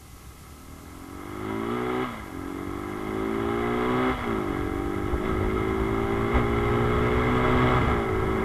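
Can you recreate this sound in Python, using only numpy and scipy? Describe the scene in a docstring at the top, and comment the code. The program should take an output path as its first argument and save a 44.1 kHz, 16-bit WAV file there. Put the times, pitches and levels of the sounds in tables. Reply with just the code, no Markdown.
"""On the road: a single-cylinder motorcycle pulls away and shifts up through the gears.
It is heard through a camera in a case on the rider. Each firing thumps as a sum of exhaust tones;
the crank hums, and noise bursts and overtones rattle the case, which rings at fixed pitches.
Wind is low, lumpy noise that grows along the ride, with sudden slaps; the recorder adds a soft hiss."""
import sys
import numpy as np
from scipy import signal
from scipy.fft import rfft, irfft, next_fast_len
from scipy.io import wavfile
from scipy.ndimage import uniform_filter1d

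SR = 44100
rng = np.random.default_rng(int(sys.argv[2]) if len(sys.argv) > 2 else 0)


def transcribe(u):
    """Save the signal u as a 16-bit wav file named by the first command-line argument.

    u: samples, shape (n,) or (channels, n), limited to [-1, 1]; the rate is SR.
    q: integer samples, one column per channel.
    """
    v = np.clip(np.atleast_2d(u).T, -1, 1)
    q = np.round(v * 32767).astype(np.int16)
    wavfile.write(sys.argv[1], SR, q)


N = 372204  # length in samples

# Strength of the wind, which grows with road speed: t/s, relative level/dB
WIND_STRENGTH = [(0.0, -46.5), (0.8, -47), (1.15, -44.5), (2.1, -43), (2.9, -40), (3.4, -37), (4.2, -34),
                 (4.95, -32), (5.3, -29), (5.65, -32), (6.3, -30), (7.0, -26.5), (7.6, -27.5),
                 (7.85, -23.5), (8.05, -30), (8.44, -27.5)]
RIDE_MIDDLE_S = 5.2  # slow changes of tone along the ride are neutral here


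def gain_of(db):
    """Turns decibels into a factor for the signal."""
    return 10 ** (np.asarray(db) / 20)


def evened(x):
    """Scales a signal to an average strength (rms) of 1."""
    return x / np.sqrt(np.mean(x ** 2) + 1e-20)


def read(points, hz):
    """Reads a curve over frequency, with straight lines on a logarithmic pitch scale."""
    f, value = np.transpose(points)
    return np.interp(np.log(hz + 1), np.log(f + 1), value)


def columns(rows):
    """Turns each column of a table over time into one value per sample."""
    s, *values = np.transpose(rows)
    return [np.interp(np.arange(N) / SR, s, v) for v in values]


def coloured(x, gain):
    """Filters x by a gain given as a function of Hz."""
    size = next_fast_len(N + 8192)
    spectrum = rfft(x, size) * gain(np.fft.rfftfreq(size, 1 / SR))
    return irfft(spectrum, size)[:N]


def drift(hz):
    """Random wandering of rms 1, with changes mostly slower than hz."""
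    noise = rng.standard_normal(N)
    return evened(coloured(noise, lambda f: (f > .5) / (1 + (f / hz) ** 4)))


def per_firing(turns):
    """One random number for each firing, joined by straight lines."""
    draws = rng.standard_normal(1000)
    return np.interp(turns, np.arange(len(draws)), draws)


def overtones(turns, orders, gain, late, waver_db):
    """Adds multiples of the firing rate, each with a gain curve, a lag in radians and its own slow wavering."""
    n, out = np.arange(N), np.zeros(N)
    coarse = n[::64]  # the curves are worked out at every 64th sample
    for k in orders:
        # a new random level every 8 firings
        waver = np.interp(turns[::64] / 8, np.arange(300), rng.standard_normal(300))
        size = np.interp(n, coarse, gain(k) * gain_of(waver_db * waver))
        lag = np.interp(n, coarse, late(k))
        out += size * np.cos(2 * np.pi * k * turns - lag)
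    return np.sqrt(2) * out


def recorder_hiss(dry):
    """Shaped noise; gain control presses it down a little when the scene is loud."""
    # Tone of the hiss: f/Hz, relative level/dB per Hz
    hiss_tone = [(1470, -24), (2500, -1.5), (3470, -3.5), (5070, -3.5), (6560, -2.5), (8560, -4),
                 (11400, -2.5), (13400, -5.5), (15400, -21)]
    hiss = gain_of(-55) * evened(coloured(rng.standard_normal(N), lambda f: gain_of(read(hiss_tone, f))))
    power_db = 10 * np.log10(uniform_filter1d(dry[0] ** 2, 8000) + 1e-12)
    pressed_db = .1 * np.maximum(power_db + 44.0, 0)
    return hiss * gain_of(0.2 * drift(12) - pressed_db)


def wind_rumble():
    """Low turbulence: filtered noise whose strength wanders, so it comes in lumps."""
    # Tone of the wind: f/Hz, relative level/dB per Hz
    wind_tone = [(20, 15), (30, -13.5), (45, 4), (62, 10), (85, 3.5), (120, 3.5), (160, -2), (250, -4.5),
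                 (450, -6), (700, -74)]
    level_db, = columns(WIND_STRENGTH)
    lumps = rng.standard_normal(N) * gain_of(0.26 * drift(38) + 0.34 * drift(5.2))
    return gain_of(level_db + 2.5) * evened(coloured(lumps, lambda f: gain_of(read(wind_tone, f))))


def slaps():
    """Hard gusts and jolts slap the microphone: each is a low thud with a puff of noise."""
    # The slaps: t/s, level of the thud/dB, f/Hz
    slap_list = [(5.123, -22, 59.7), (5.399, -22, 92.4), (5.439, -22.5, 44.9), (5.799, -27, 61.5),
                 (6.119, -30, 92.4), (6.34, -18.5, 56.64), (6.37, -22, 59.96), (6.729, -28, 117.5),
                 (7.449, -21, 70.2), (7.549, -20, 80), (7.693, -23, 84.04), (7.859, -22.5, 61.5),
                 (8.219, -26, 124)]
    peak_s = 0.013  # a slap swells until this time, then fades
    out = np.zeros(N)
    t = np.arange(round(.15 * SR)) / SR
    low_pass = signal.butter(4, 900, fs=SR, output="sos")
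    puffs = evened(signal.sosfilt(low_pass, rng.standard_normal((len(slap_list), len(t)))))
    for (s, db, hz), puff in zip(slap_list, puffs):
        swell = (t / peak_s) * np.exp(1 - t / peak_s)
        slap = gain_of(db) * (np.sin(2 * np.pi * hz * t) + 0.27 * puff) * swell
        part = out[round(s * SR):][:len(t)]
        part += slap[:len(part)]
    return out


def throttle_shut():
    """Gear changes: 1 while the throttle is shut, 0 under power, with ramps between."""
    # The gear changes: throttle starts to shut at t/s, stays shut for/s, reopens over/s
    shifts = [(2.035, 0.11, 0.18), (4.115, .07, 0.075), (7.79, 0.034, 0.058)]
    close_s = 0.017
    t = np.arange(N) / SR
    return sum(np.interp(t - s, [0, close_s, close_s + hold, close_s + hold + reopen], [0, 1, 1, 0])
               for s, hold, reopen in shifts)


def flares():
    """The rear wheel skips and the engine flares: extra speed and clatter, each flare a short bell curve."""
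    # Flares over bumps: t/s, extra firing rate f/Hz, extra clatter level/dB
    flare_list = [(1.74, 0.57, 2), (4.56, 0.91, 1.5), (5.28, 3.1, 3.5), (6.37, 4.62, 5)]
    t = np.arange(N) / SR
    return sum(np.outer([hz, db], np.exp(-((t - s) / .045) ** 2)) for s, hz, db in flare_list)


def case_gain(hz):
    """The camera case rings at fixed pitches; the powers of its steep-sided resonances add."""
    # Resonances of the case: f/Hz, width/Hz, level/dB
    resonances = [(304, 210, 2.5), (566, 300, 3.5), (620, 40, 6), (776, 170, 6), (998, 150, 3.5),
                  (1114, 154, 5.5), (1290, 177, 7.5), (1628, 140, -0.5), (1790, 570, -11), (2087, 250, 0.5),
                  (2612, 310, -15.5), (2960, 204, -10.5), (3336, 266, -9), (3732, 310, -17),
                  (4060, 3700, -28.5), (7600, 1500, -32.5)]
    return np.sqrt(sum((gain_of(db) / (1 + (2 * (hz - f) / width) ** 2)) ** 2
                       for f, width, db in resonances))


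def clatter(turns, hz, level_db):
    """Noise that bursts at each firing and, weaker, one crank turn later, ringing the case."""
    # Share of noise in the rattle, less where the overtones rule: f/Hz, level/dB
    noise_share = [(400, -4.5), (600, -7.5), (900, -4.5), (1300, -2), (1800, 1.5), (4000, -0.5)]
    phase = turns + .17  # the knock leads the exhaust pulse by this share of a cycle
    burst = np.exp(-(phase % 1) / 0.097) + 0.61 * np.exp(-((phase + .5) % 1) / 0.51)
    noise = rng.standard_normal(N) * (1 + 1.3 * burst * gain_of(1.8 * per_firing(turns)))
    ring = evened(coloured(noise, lambda f: case_gain(f) * gain_of(read(noise_share, f))))
    # the top brightens with engine speed (dB per Hz) and dulls along the ride (dB per second)
    top = coloured(ring, lambda f: np.clip((f - 2300) / 300, 0, 1) * np.clip((5000 - f) / 800, 0, 1))
    bite_db = 0.1849 * (hz - 56.5) - .5 * (np.arange(N) / SR - RIDE_MIDDLE_S)
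    ring = ring + (gain_of(bite_db) - 1) * top
    return gain_of(level_db - 2.0 + 0.33 * drift(14.0)) * ring


def buzz(turns, hz, level_db):
    """Firing knocks reach the case through the frame as overtones, firmer at speed."""
    # How firmly the frame passes the overtones to the case: f/Hz, level/dB
    mount = [(450, -1), (650, -2), (790, 3), (900, -0.7), (1250, 0.5), (2100, -1.3)]
    loose = rng.standard_normal((40, 100))  # the frame shifts each overtone slowly

    def strength(k):
        overtone_hz = k * hz[::64]
        odd_db = -2.5 * (k % 2)  # even multiples, the overtones of the crank turn, are stronger
        return case_gain(overtone_hz) * gain_of(odd_db + read(mount, overtone_hz))

    def lag(k):
        return 1.5 * np.interp(turns[::64] / 36, np.arange(100), loose[k])

    out = overtones(turns, range(8, 40), strength, lag, waver_db=3.2)
    # buffeting loosens the mount, so strong wind weakens the buzz
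    wind_db = uniform_filter1d(columns(WIND_STRENGTH)[0], SR // 2)
    shaken_db = .25 * np.maximum(wind_db + 40, 0)
    firmer_db = np.clip(.4 * (hz - 56), -10, 0)
    return gain_of(level_db - shaken_db + firmer_db) * evened(out)


def crank_levels(hz, level_db, shut):
    """The crank's hum and its octave follow the clatter, coloured by the frame, each wavering."""
    # How strongly the frame carries the hum: f/Hz, level/dB
    frame_hum = [(56, -18), (68, -5), (79, 0.5), (92, -6), (104, -4), (115, -6.5), (128, -8.5)]
    # How strongly the frame carries the octave: f/Hz, level/dB
    frame_octave = [(112, -14), (135, -5), (157, -4), (180, -8), (205, -3), (225, 0.5), (258, 0)]
    # How far the crank's tones stand out along the ride: t/s, hum level/dB, octave level/dB
    crank_balance = [(0.0, 3.5, -0.3), (2.1, 1, 0.6), (3.0, .1, 0.1), (4.4, -1.5, -0.5), (5.8, -3, -1.5),
                     (6.8, 5.5, -3), (8.44, -1.5, -4)]
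    waver_db = 1.5
    hum_db, octave_db = columns(crank_balance)
    hum_db = hum_db + read(frame_hum, 2 * hz) - 8.0 * shut + waver_db * drift(8.3)
    octave_db = octave_db + read(frame_octave, 4 * hz) - 4.5 * shut + waver_db * drift(6.0)
    return level_db + hum_db, level_db + octave_db


def crank(turns, hum_db, octave_db):
    """The crank turns twice per firing and hums on, more softly, when the throttle is shut."""
    hum = -gain_of(hum_db) * np.sin(2 * np.pi * 2 * turns)
    octave = -gain_of(octave_db) * np.cos(2 * np.pi * 4 * turns)
    return np.sqrt(2) * (hum + octave)


def exhaust(turns, hz, level_db):
    """A steady pulse per firing, weighted by the pipe, which delays tones unevenly around its middle."""
    # What the exhaust pipe lets through: f/Hz, level/dB
    pipe = [(30, -36), (70, -39), (150, 11.5), (220, -4.5), (270, 7.5), (320, 5), (380, 7), (430, 4.5),
            (455, -17), (490, -14), (560, -8.5)]
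    # The pulse, uneven as intake and exhaust beat in turn: multiple of the firing rate, level/dB
    pulse = [(1, -24), (3, -25.5), (5, -8), (6, -1.5), (7, 0), (8, -3.5), (9, -4), (10, -7), (11, -23),
             (12, -19.5), (13, -18.5)]
    share_db = {round(k): db for k, db in pulse}
    hz = hz[::64]
    # odd multiples run ahead by lead radians: a weaker beat between two firings, more so at speed
    lead = np.clip(.45 + .045 * (hz - 46), .45, 1.1)
    # the upper multiples gain strength along the ride, in dB per multiple
    tilt_db = 0.67 * (np.arange(0, N, 64) / SR - RIDE_MIDDLE_S)

    def strength(k):
        steps = min(max(k - 6, -2), 2)
        return gain_of(share_db[k] + read(pipe, k * hz) + tilt_db * steps)

    def lag(k):
        return .2 * ((k * hz - 300) / 60) ** 2 - lead * (k % 2)

    out = overtones(turns, share_db, strength, lag, waver_db=0.0)
    return -gain_of(level_db + .4 * per_firing(turns)) * out  # each pulse arrives as a suction


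def scene():
    """Adds wind and engine at one microphone; all engine parts share one count of firings."""
    # Pulls and drops between gears: t/s, firing rate f/Hz, relative exhaust level/dB, clatter level/dB
    engine_course = [(0.0, 28.4, -69, -53), (0.73, 39.18, -56, -51.5), (1.01, 44.73, -53.5, -48.5),
                     (1.36, 50.94, -46, -43), (1.5, 53.8, -40.5, -38), (1.62, 55.94, -40.5, -38.5),
                     (1.76, 60.33, -39.5, -37), (2.04, 63.7, -35.5, -32.5), (2.18, 53.5, -32, -39),
                     (2.31, 44.26, -45.5, -43), (2.7, 48.24, -43, -41), (3.0, 51.57, -44, -39.5),
                     (3.2, 54.1, -38, -37.5), (3.67, 59.35, -37, -33), (4.11, 64.28, -34.5, -29),
                     (4.2, 61.9, -38.5, -33), (4.51, 46.48, -39.5, -36.5), (4.75, 48.21, -40.5, -37.5),
                     (5.2, 51.06, -40, -37), (5.43, 52.52, -38.5, -34.5), (6.02, 56.04, -37.5, -34),
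                     (6.53, 58.19, -37.5, -32), (7.29, 61.53, -37, -27.5), (7.76, 62.9, -33.5, -25.5),
                     (7.83, 60.28, -44, -26.5), (7.9, 61.65, -39, -29), (8.09, 53.76, -40, -33),
                     (8.44, 54.5, -39.5, -32)]
    hz, exhaust_db, clatter_db = columns(engine_course)
    shut = throttle_shut()
    flare_hz, flare_db = flares()
    hz, clatter_db = hz + flare_hz, clatter_db + flare_db
    turns = np.cumsum(hz * (1 + .001 * drift(10))) / SR  # firings so far, at a slightly unsteady speed
    hum_db, octave_db = crank_levels(hz, clatter_db, shut)
    rattle_db = clatter_db - 0.5 * shut
    air = wind_rumble() + slaps()
    rattle = clatter(turns, hz, rattle_db) + buzz(turns, hz, rattle_db - 5.5 * shut)
    engine = crank(turns, hum_db, octave_db) + exhaust(turns, hz, exhaust_db - 27.5 * shut)
    return (air + rattle + engine)[None]


def record(dry):
    """The microphone drops the deepest bass, hiss joins, and a filter cuts off the highest treble."""
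    dry = signal.sosfilt(signal.butter(2, 26, "high", fs=SR, output="sos"), dry)
    band_limit = signal.firwin(511, 15480, window=("kaiser", 9), fs=SR)
    return signal.oaconvolve(dry + recorder_hiss(dry), band_limit[None], "same")


dry = scene()
out = record(dry)
transcribe(out)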